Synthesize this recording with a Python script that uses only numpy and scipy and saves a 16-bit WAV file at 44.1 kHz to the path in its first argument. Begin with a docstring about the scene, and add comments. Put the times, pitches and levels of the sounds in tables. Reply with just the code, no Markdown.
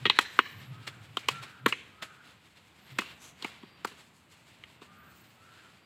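"""A quick run of woody clacks opens a drill: four people with long bamboo staffs on sand by a wood.
The staffs hum as they swing, then knock, ring and slap the ground: short bursts of force shake bamboo
modes; three dull footfalls are made by the same rule. Scuffs, digging tips and a swish are shaped noise.
Birds wail and whistle far off as arching, blurred tones, over a noise hush.
The wood answers with a bright tail: the sounds are convolved with decaying bands of noise."""
import sys
import numpy as np
from scipy import signal
from scipy.fft import rfft, irfft
from scipy.io import wavfile

SR = 44100
rng = np.random.default_rng(int(sys.argv[2]) if len(sys.argv) > 2 else 0)


def generate_wav(sig):
    """Save sig (samples, or channels by samples) to the path in sys.argv[1] as 16-bit PCM at SR."""
    pcm = np.round(np.clip(np.atleast_2d(sig).T, -1, 1) * 32767).astype(np.int16)
    wavfile.write(sys.argv[1], SR, pcm)


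N = 257984
TIME = np.arange(N) / SR

# a staff tip digs into the sand: time [start_s], strength [level_db]
DIG_TIMES = [(0.193, -35.5), (1.173, -50.5), (1.29, -44), (1.664, -32), (2.025, -52.5), (2.99, -42.5),
             (3.447, -55), (3.8543, -44)]


def from_db(db):
    """Turn decibels into a gain."""
    return 10 ** (np.asarray(db) / 20)


def unit_energy(x):
    """Scale to a sum of squares of 1."""
    return x / np.sqrt(np.sum(x ** 2) + 1e-20)


def add(out, start_s, sound):
    """Mix a sound in, starting at the given time."""
    at = max(round(start_s * SR), 0)
    out[at:at + len(sound)] += sound[:max(N - at, 0)]


def level_curve(times_s, levels_db):
    """Draw a level in dB through the given points."""
    return np.interp(TIME, times_s, levels_db)


def noise(spectrum, size=N):
    """Filter white noise to the shape of a spectrum (Hz, dB) and scale it to rms 1."""
    hz, db = np.transpose(spectrum)
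    grid_hz = np.maximum(np.fft.rfftfreq(size, 1 / SR), 1)
    gain = from_db(np.interp(np.log(grid_hz), np.log(hz), db))
    shaped = irfft(rfft(rng.standard_normal(size)) * gain, size)
    return unit_energy(shaped) * np.sqrt(size)


def keep_band(x, low_hz, high_hz):
    """Keep one band, with steep edges."""
    band = [low_hz, min(high_hz, 15000)]
    return signal.sosfilt(signal.butter(4, band, "band", fs=SR, output="sos"), x)


def stroke(peak_s, rise_s, fall_s):
    """Shape a level that swells to 1 at its peak and dies away."""
    before = np.minimum(TIME - peak_s, 0)
    after = np.maximum(TIME - peak_s, 0)
    return np.exp(-(before / rise_s) ** 2 - after / fall_s)


def hush():
    """The quiet woodland background is steady-coloured noise that slowly swells and sinks."""
    # loudness over time: [time_s], [level_db]
    hush_level = [(0, -56.5), (1.8, -59), (2.5, -63), (3.3, -58.5), (4.3, -62.5), (5.0, -59), (5.85, -62)]
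    # colour of the hush: [frequency_hz], [relative level_db per Hz]
    air_spectrum = [(18, -47), (30, -47), (75, 2), (115, 4), (199, 1.5), (499, -9), (1040, -7),
                    (1500, -10.5), (2680, -9), (3980, -17.5), (6380, -37.5), (7870, -27.5), (9460, -35.5),
                    (13700, -28.5), (16000, -54)]
    return from_db(level_curve(*np.transpose(hush_level))) * noise(air_spectrum)


def wood(x, near_gain=0.72, near_s=0.013, build_s=0.056, echo_s=0.0725, echo_width_s=0.0068, echo_gain=0.88):
    """Rough ground scatters at once; trunks and leaves add a fading tail and a tree-line echo."""
    # scattered sound by pitch: [frequency_hz], [level_db], [time to fall by 60 dB, s]
    wood_bands = [(191.2, -19, 0.55), (590, -13.5, 0.38), (1213, -24.5, 1.1), (2100, -12.5, 0.49),
                  (2960, -13, 0.55), (4700, -24.5, 0.33), (8500, -7, 0.67), (13580, -49, 0.35)]
    hz, db, t60_s = np.transpose(wood_bands)
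    t = TIME[:SR * 3 // 2]
    build_up = 1 - np.exp(-t / build_s) + near_gain * np.exp(-t / near_s)
    echo = 1 + echo_gain * np.exp(-((t - echo_s) / echo_width_s) ** 2)
    arrivals = build_up * echo
    edges_hz = np.geomspace(140, 16000, 15)
    response = np.zeros(len(t))
    for low, high in zip(edges_hz, edges_hz[1:]):
        log_centre = np.log(low * high) / 2
        level_db = np.interp(log_centre, np.log(hz), db)
        life_s = np.interp(log_centre, np.log(hz), t60_s)
        band_filter = signal.butter(3, [low, high], "band", fs=SR, output="sos")
        band = signal.sosfilt(band_filter, rng.standard_normal(len(t)))
        decay = np.exp(-np.log(1000) * t / life_s)
        width_gain = np.sqrt(2 * (high - low) / SR)     # a wider band carries more energy
        response += from_db(level_db) * width_gain * unit_energy(band * arrivals * decay)
    return signal.fftconvolve(x, response)[:N]


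def calls(notes, clear_hz=60.0):
    """Each call is a tone that arches up and sags; many paths through the leaves blur its pitch."""
    out = np.zeros(N)
    for start_s, length_s, top_hz, sag_hz, blur_hz, level_db in notes:
        u = np.linspace(-1, 1, round(length_s * SR))    # -1 at the start, 1 at the end
        phase = 2 * np.pi * np.cumsum(top_hz - sag_hz * u ** 2) / SR
        # slow random wobbles spread the tone into a narrow band
        slow = signal.butter(2, blur_hz, fs=SR, output="sos")
        paths = signal.sosfilt(slow, rng.standard_normal((2, SR)))[:, -len(u):]
        blurred = unit_energy(paths[0] * np.cos(phase) + paths[1] * np.sin(phase)) * np.sqrt(len(u))
        clear = np.exp(-blur_hz / clear_hz)     # the less blur, the more arrives as one steady line
        tone = np.sqrt(2 * clear) * np.cos(phase) + np.sqrt(1 - clear) * blurred
        add(out, start_s, from_db(level_db) * np.sqrt(1 - u ** 2) * tone)
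    return out


def small_birds(sag_per_s=0.23, blur_share=0.0016):
    """Thin whistles arch in pitch: the longer the note, the further its ends sag."""
    # whistles before the wood scatters them: [start_s], [length_s], [top pitch_hz], [level_db]
    whistle_notes = [(0.168, .56, 12670, -70), (.33, 0.26, 15450, -71), (.3, 0.35, 13900, -74),
                     (2.79, 0.28, 12800, -74), (2.87, .35, 14100, -77), (3.598, .23, 4730, -69.5),
                     (4.95, .37, 14300, -70.5), (4.96, .45, 15600, -79), (5.766, 0.35, 4870, -65)]
    # sag is a share of the pitch per second of note, blur a share of the pitch
    return calls([(s, length, hz, sag_per_s * length * hz, blur_share * hz, db)
                  for s, length, hz, db in whistle_notes])


def peafowl(sag_per_s=0.214, blur_hz=8.9):
    """One bird wails on a clear line; the flock follows, higher and blurred by distance."""
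    # wails before the path to the listener: [start_s], [length_s], [top pitch_hz],
    # [level_db], [level_db of the flock]
    wail_notes = [(0.696, 0.28, 1293, -55, -57), (1.288, 0.151, 1363, -42.5, -51.5),
                  (1.921, 0.21, 1280, -53, -52), (4.827, 0.265, 1220, -55.5, -55.5),
                  (5.359, 0.26, 1344, -58.5, -55.5)]
    flock_delay_s, flock_length_s = 0.05, 0.31
    flock_hz, flock_sag_hz, flock_blur_hz = 1463, 132.6, 153.8
    leader = [(s, length, hz, sag_per_s * length * hz, blur_hz, db)
              for s, length, hz, db, _ in wail_notes]
    flock = [(s + flock_delay_s, flock_length_s, flock_hz, flock_sag_hz, flock_blur_hz, db)
             for s, _, _, _, db in wail_notes]
    return calls(leader + flock)


def scuffs(grain_db=1.5, unrest_db=3.0):
    """Sand grinds under feet and sprays from staff tips: grainy scrape and hiss; cloth swishes once."""
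    # shuffling of feet and clothes: [time_s], [scrape level_db], [hiss level_db]
    shuffle_level = [(0, -54.5, -61.5), (.17, -56, -91), (.31, -56.5, -65), (0.718, -60, -71.5),
                     (1.13, -65.5, -71.5), (1.34, -53, -64.5), (1.62, -68.5, -78.5), (2.35, -65.5, -73),
                     (2.679, -70, -75), (3.05, -51.5, -67), (3.33, -70.5, -72), (3.62, -67.5, -88),
                     (4.029, -61, -66.5), (4.2, -84, -73.5), (4.551, -62, -71), (4.921, -74, -76.5),
                     (5.22, -70.5, -70.5), (5.85, -69, -77)]
    # single foot scuffs: [peak_s], [fall_s], [level_db]
    scuff_times = [(.167, 0.018, -48.5), (0.878, 0.0091, -35.5), (1.434, 0.013, -41),
                   (2.029, 0.0084, -35.5), (2.249, 0.057, -68), (2.577, 0.022, -59.5), (3.47, 0.087, -51.5),
                   (4.335, 0.034, -62.5), (4.829, 0.018, -55.5), (5.25, 0.026, -66.5), (5.6, 0.11, -63)]
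    # one high swish of cloth: [time_s], [level_db]
    swish_level = [(3.17, -86), (3.215, -55), (3.245, -52.5), (3.3, -59), (3.34, -78)]
    # colours of scrape, hiss and cloth: [frequency_hz], [relative level_db per Hz]
    scrape_spectrum, sand_spectrum, cloth_spectrum = [(35, -29.5), (120, -5), (350, 2.5), (650, -1),
                                                      (1100, 2.5), (2200, 5.5), (3600, 3.5), (5500, -8.5),
                                                      (10000, -95)], [(2500, -44.5), (4200, 4),
                                                                      (5600, -4.5), (7800, 1.5), (9000, -6),
                                                                      (12000, -9), (16000, -20)], [(4000, -7), (5400, -13),
                                                                                    (6000, -1), (7000, -6),
                                                                                    (8200, -8), (9300, -15),
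                                                                                    (11000, -11),
                                                                                    (13000, -18),
                                                                                    (15500, -31)]
    rise_share, feet_hiss_db = 0.76, -11    # rise against fall time; hiss against scrape
    # each dig throws up sand that lands a moment later; levels against the dig
    spray_delay_s, spray_rise_s, spray_fall_s = 0.021, 0.0056, 0.016
    spray_scrape_db, spray_hiss_db = -4, -8

    times, scrape_db, hiss_db = np.transpose(shuffle_level)
    unrest = unrest_db * noise([(1, -16.5), (5, 10), (12, 2), (60, -41.0)])     # slow level wobble in dB
    feet = sum(from_db(db) * stroke(s, rise_share * fall_s, fall_s) for s, fall_s, db in scuff_times)
    spray = sum(from_db(db) * stroke(s + spray_delay_s, spray_rise_s, spray_fall_s)
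                for s, db in DIG_TIMES)
    scrape = from_db(level_curve(times, scrape_db) + unrest)
    scrape = scrape + feet + from_db(spray_scrape_db) * spray
    hiss = from_db(level_curve(times, hiss_db) + unrest)
    hiss = hiss + from_db(feet_hiss_db) * feet + from_db(spray_hiss_db) * spray
    swish_db = np.interp(TIME, *np.transpose(swish_level), left=-np.inf, right=-np.inf)
    swish = from_db(swish_db) * noise(cloth_spectrum)
    grains = from_db(grain_db * noise([(300, -3), (1500, -53)]))    # fast flicker of the level
    return grains * (scrape * noise(scrape_spectrum) + hiss * noise(sand_spectrum) + swish)


def digs(half_length_s=0.0021):
    """Sand grains burst apart for a few milliseconds under the tip."""
    # colour of the crunch: [frequency_hz], [relative level_db per Hz]
    crunch_spectrum = [(5000, -4), (7000, 1), (9500, -2), (12000, -0.5), (14000, -1), (16000, -22)]
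    bursts = sum(from_db(db) * np.exp(-((TIME - s) / half_length_s) ** 2) for s, db in DIG_TIMES)
    return noise(crunch_spectrum) * bursts


def swings(turbulence_db=-4.0, glide=0.29, hum_s=0.028, rush_s=0.041):
    """Eddies shed by a swung staff hum higher as it speeds up, inside a rush of turbulence."""
    # swings: [time of top speed_s], [hum pitch_hz at top speed], [level_db]
    swing_times = [(0.049, 129.7, -44), (.574, 105.5, -51), (.632, 128, -52), (0.719, 135, -47.5),
                   (0.797, 117.2, -46), (0.901, 133, -53), (1.015, 109, -54.5), (1.12, 117.4, -53),
                   (1.331, 121.7, -47.5), (1.41, 122, -52.5), (1.655, 135, -46.5), (2.94, 140, -50)]
    # colour of the rush: [frequency_hz], [relative level_db per Hz]
    wind_spectrum = [(30, -48), (60, -29), (95, -10), (130, 0.5), (170, -12.5), (260, -20), (600, -58.5)]
    hum, rush = np.zeros(N), np.zeros(N)
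    for s, hz, db in swing_times:
        speed = np.exp(-((TIME - s) / hum_s) ** 2 / 2)      # 1 at top speed
        cycles = np.cumsum(hz * (1 + glide * (speed - 1))) / SR + rng.random()
        hum += from_db(db) * speed ** 2 * np.sqrt(2) * np.sin(2 * np.pi * cycles)
        rush += from_db(db + turbulence_db) * np.exp(-((TIME - s) / rush_s) ** 2 / 2)
    return hum + rush * noise(wind_spectrum)


def resonate(force, hz, t60_s):
    """Ring one damped mode, with gain 1 at its top."""
    r = from_db(-60 / (t60_s * SR))     # what is left after each sample
    top = np.array([1, 0, -1]) * (1 - r * r) / 2
    return signal.lfilter(top, [1, -2 * r * np.cos(2 * np.pi * hz / SR), r * r], force)


def register(force, centre_hz, octaves, focus_db):
    """Where a staff is struck decides which modes ring: those round one pitch. Energy 1."""
    # ways the bamboo can ring: [pitch_hz], [relative level_db], [time to fall by 60 dB, s]
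    staff_modes = [(277.7, 5, 0.0047), (386, -0.5, 0.021), (1060, 28, 0.0067), (1230, -12, 0.0092),
                   (1290, 11.5, 0.0054), (1520, -7.5, 0.0068), (1863, 6, 0.066), (2040, 3.5, 0.0109),
                   (2328, -7, 0.027), (2565, 1, 0.05), (2886, 2, 0.017), (3140, -1.5, 0.012),
                   (3300, -6, 0.029), (3647, 0.5, 0.0058), (3996, 2, 0.0075)]
    modes = np.zeros(len(force))
    for hz, db, t60_s in staff_modes:
        distance = np.log2(hz / centre_hz)      # octaves from the centre
        modes += from_db(db - focus_db * distance ** 2) * resonate(force, hz, t60_s)
    reach = 2 ** (np.clip(octaves, 0.2, 3) / 2)
    return unit_energy(keep_band(modes, centre_hz / reach, centre_hz * reach))


def contact(t, bed_s, rattle_db, chatter_db=0.5, rattle_s=0.007):
    """A hit beds down in tiny contacts round one main impact, then rattles: pressure and force."""
    swell = (t / bed_s * np.exp(1 - t / bed_s)) ** 2
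    rattle = from_db(rattle_db) * np.exp(-t / rattle_s) * np.minimum(t / bed_s, 1)
    pressure = swell + rattle
    impact = np.sinc((t - bed_s) * SR)
    chatter = unit_energy(pressure * rng.standard_normal(len(t)))
    return pressure, impact + from_db(chatter_db) * chatter


def staffs_and_footfalls(thud_hz=330, thud_octaves=1.416, knock_octaves=1.12,
                         thud_focus_db=4.0, knock_focus_db=20.0, tube_focus_db=17.0):
    """Staff blows thud, knock, ring and crack, dull footfalls by the same rule: ahead and all round."""
    # staff blows, and three dull footfalls (3.627, 3.911, 4.8149 s) made by the same rule:
    # [start_s], [time to bed down_s], [knock level_db], [knock pitch_hz], [tube level_db],
    # [tube pitch_hz], [width of the tube ring_octaves], [crack level_db]
    hit_list = [(0.0525, 0.0032, -29, 1040, -21.5, 2480, 0.98, -42.5),
                (0.0607, 0.0043, -39.5, 1290, -23.5, 2640, 0.98, -49),
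                (.0973, 0.0014, -26, 1180, -17, 2730, 0.9, -35),
                (0.1874, .0012, -18, 1320, -20, 2600, 1.33, -27),
                (.3889, .0012, -14.5, 1430, -22.5, 2584, 0.65, -36.5),
                (1.169, .0018, -31, 1005, -28.5, 3150, 0.59, -40),
                (1.2847, .0017, -26, 1120, -23.5, 2630, 0.71, -28.5),
                (1.6588, 0.00268, -19.5, 1500, -24.5, 2520, 1.2, -43),
                (1.7232, .0016, -33.5, 1430, -25, 2420, 0.53, -45.5),
                (2.985, .003, -31, 1080, -26.5, 2390, 1.18, -33),
                (3.0172, 0.0016, -41, 1320, -43, 2670, 0.42, -66),
                (3.4222, 0.0029, -49.5, 1080, -40, 3750, .86, -46.5),
                (3.4427, .0036, -38, 960, -34, 2490, 0.39, -44.5),
                (3.627, 0.00643, -54, 850, -59, 2620, .92, -72),
                (3.8457, 0.00243, -32, 1015, -36, 1880, 0.89, -39.5),
                (3.911, 0.0057, -61.5, 980, -71.5, 2700, .92, -77),
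                (4.6357, 0.0021, -57, 1700, -45.5, 2630, 0.74, -63),
                (4.8149, 0.0037, -51, 1000, -58, 2920, .86, -65)]
    # colour of crushed grit: [frequency_hz], [relative level_db per Hz]
    crack_spectrum = [(35, -29.5), (150, -6.5), (2500, 3), (4500, 4), (5600, -4.5), (7700, -1.5),
                      (9000, -9), (12000, -17), (16000, -17.5)]
    # colour of a hit from all sides, single modes evened out: [frequency_hz], [relative level_db per Hz]
    all_round_spectrum = [(700, -27.5), (1400, -3.5), (2400, -5), (3800, -1.5), (5200, -16.5), (9000, -37)]
    all_round_tube_db, all_round_knock_db = -0.5, -6    # against the tube and the knock
    # softer landings thud and rattle more: levels at the usual bedding time, and per doubling of it
    usual_bed_s = 0.002
    thud_db, thud_db_per_doubling = -7.5, 9.5           # against the knock
    rattle_db, rattle_db_per_doubling = 2, 12           # against the first contact
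    thud_fall_octaves = 0.2                             # the thud deepens per doubling too
    level_scale = np.sqrt(0.01 * SR)                    # levels are rms as if spread over 10 ms

    ahead, around, t = np.zeros(N), np.zeros(N), TIME[:SR // 8]
    for s, bed_s, knock_db, knock_hz, tube_db, tube_hz, tube_octaves, crack_db in hit_list:
        softness = np.log2(bed_s / usual_bed_s)
        pressure, force = contact(t, bed_s, rattle_db + rattle_db_per_doubling * softness)
        thud_gain = from_db(knock_db + thud_db + thud_db_per_doubling * softness)
        deep_hz = thud_hz / 2 ** (thud_fall_octaves * softness)
        thud = thud_gain * register(force, deep_hz, thud_octaves, thud_focus_db)
        knock = from_db(knock_db) * register(force, knock_hz, knock_octaves, knock_focus_db)
        tube = from_db(tube_db) * register(force, tube_hz, tube_octaves, tube_focus_db)
        crack = from_db(crack_db) * unit_energy(noise(crack_spectrum, size=len(t)) * pressure)
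        add(ahead, s, (thud + knock + tube + crack) * level_scale)
        strength = np.hypot(from_db(tube_db + all_round_tube_db), from_db(knock_db + all_round_knock_db))
        spread = unit_energy(noise(all_round_spectrum, size=len(t)) * pressure)
        add(around, s, strength * spread * level_scale)
    return ahead, around


def scene(far_direct_db=-6.5, far_scatter_db=6.0, whistle_scatter_db=6.0, ahead_scatter_db=-7.0):
    """The drill is close by, the birds deep among the trees, a woodland hush under it all."""
    wails, whistles = peafowl(), small_birds()
    movement = scuffs() + digs() + swings()
    hits, all_round = staffs_and_footfalls()
    birds = from_db(far_scatter_db) * wails + from_db(whistle_scatter_db) * whistles
    scattered = wood(from_db(ahead_scatter_db) * hits + all_round + movement + birds)
    direct = hits + movement + from_db(far_direct_db) * wails + whistles
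    return (direct + scattered + hush())[None]


def record(dry, cutoff_hz=15900):
    """Cut the top of the treble steeply."""
    return signal.sosfilt(signal.ellip(10, 0.1, 70, cutoff_hz, fs=SR, output="sos"), dry)


dry = scene()
out = record(dry)
generate_wav(out)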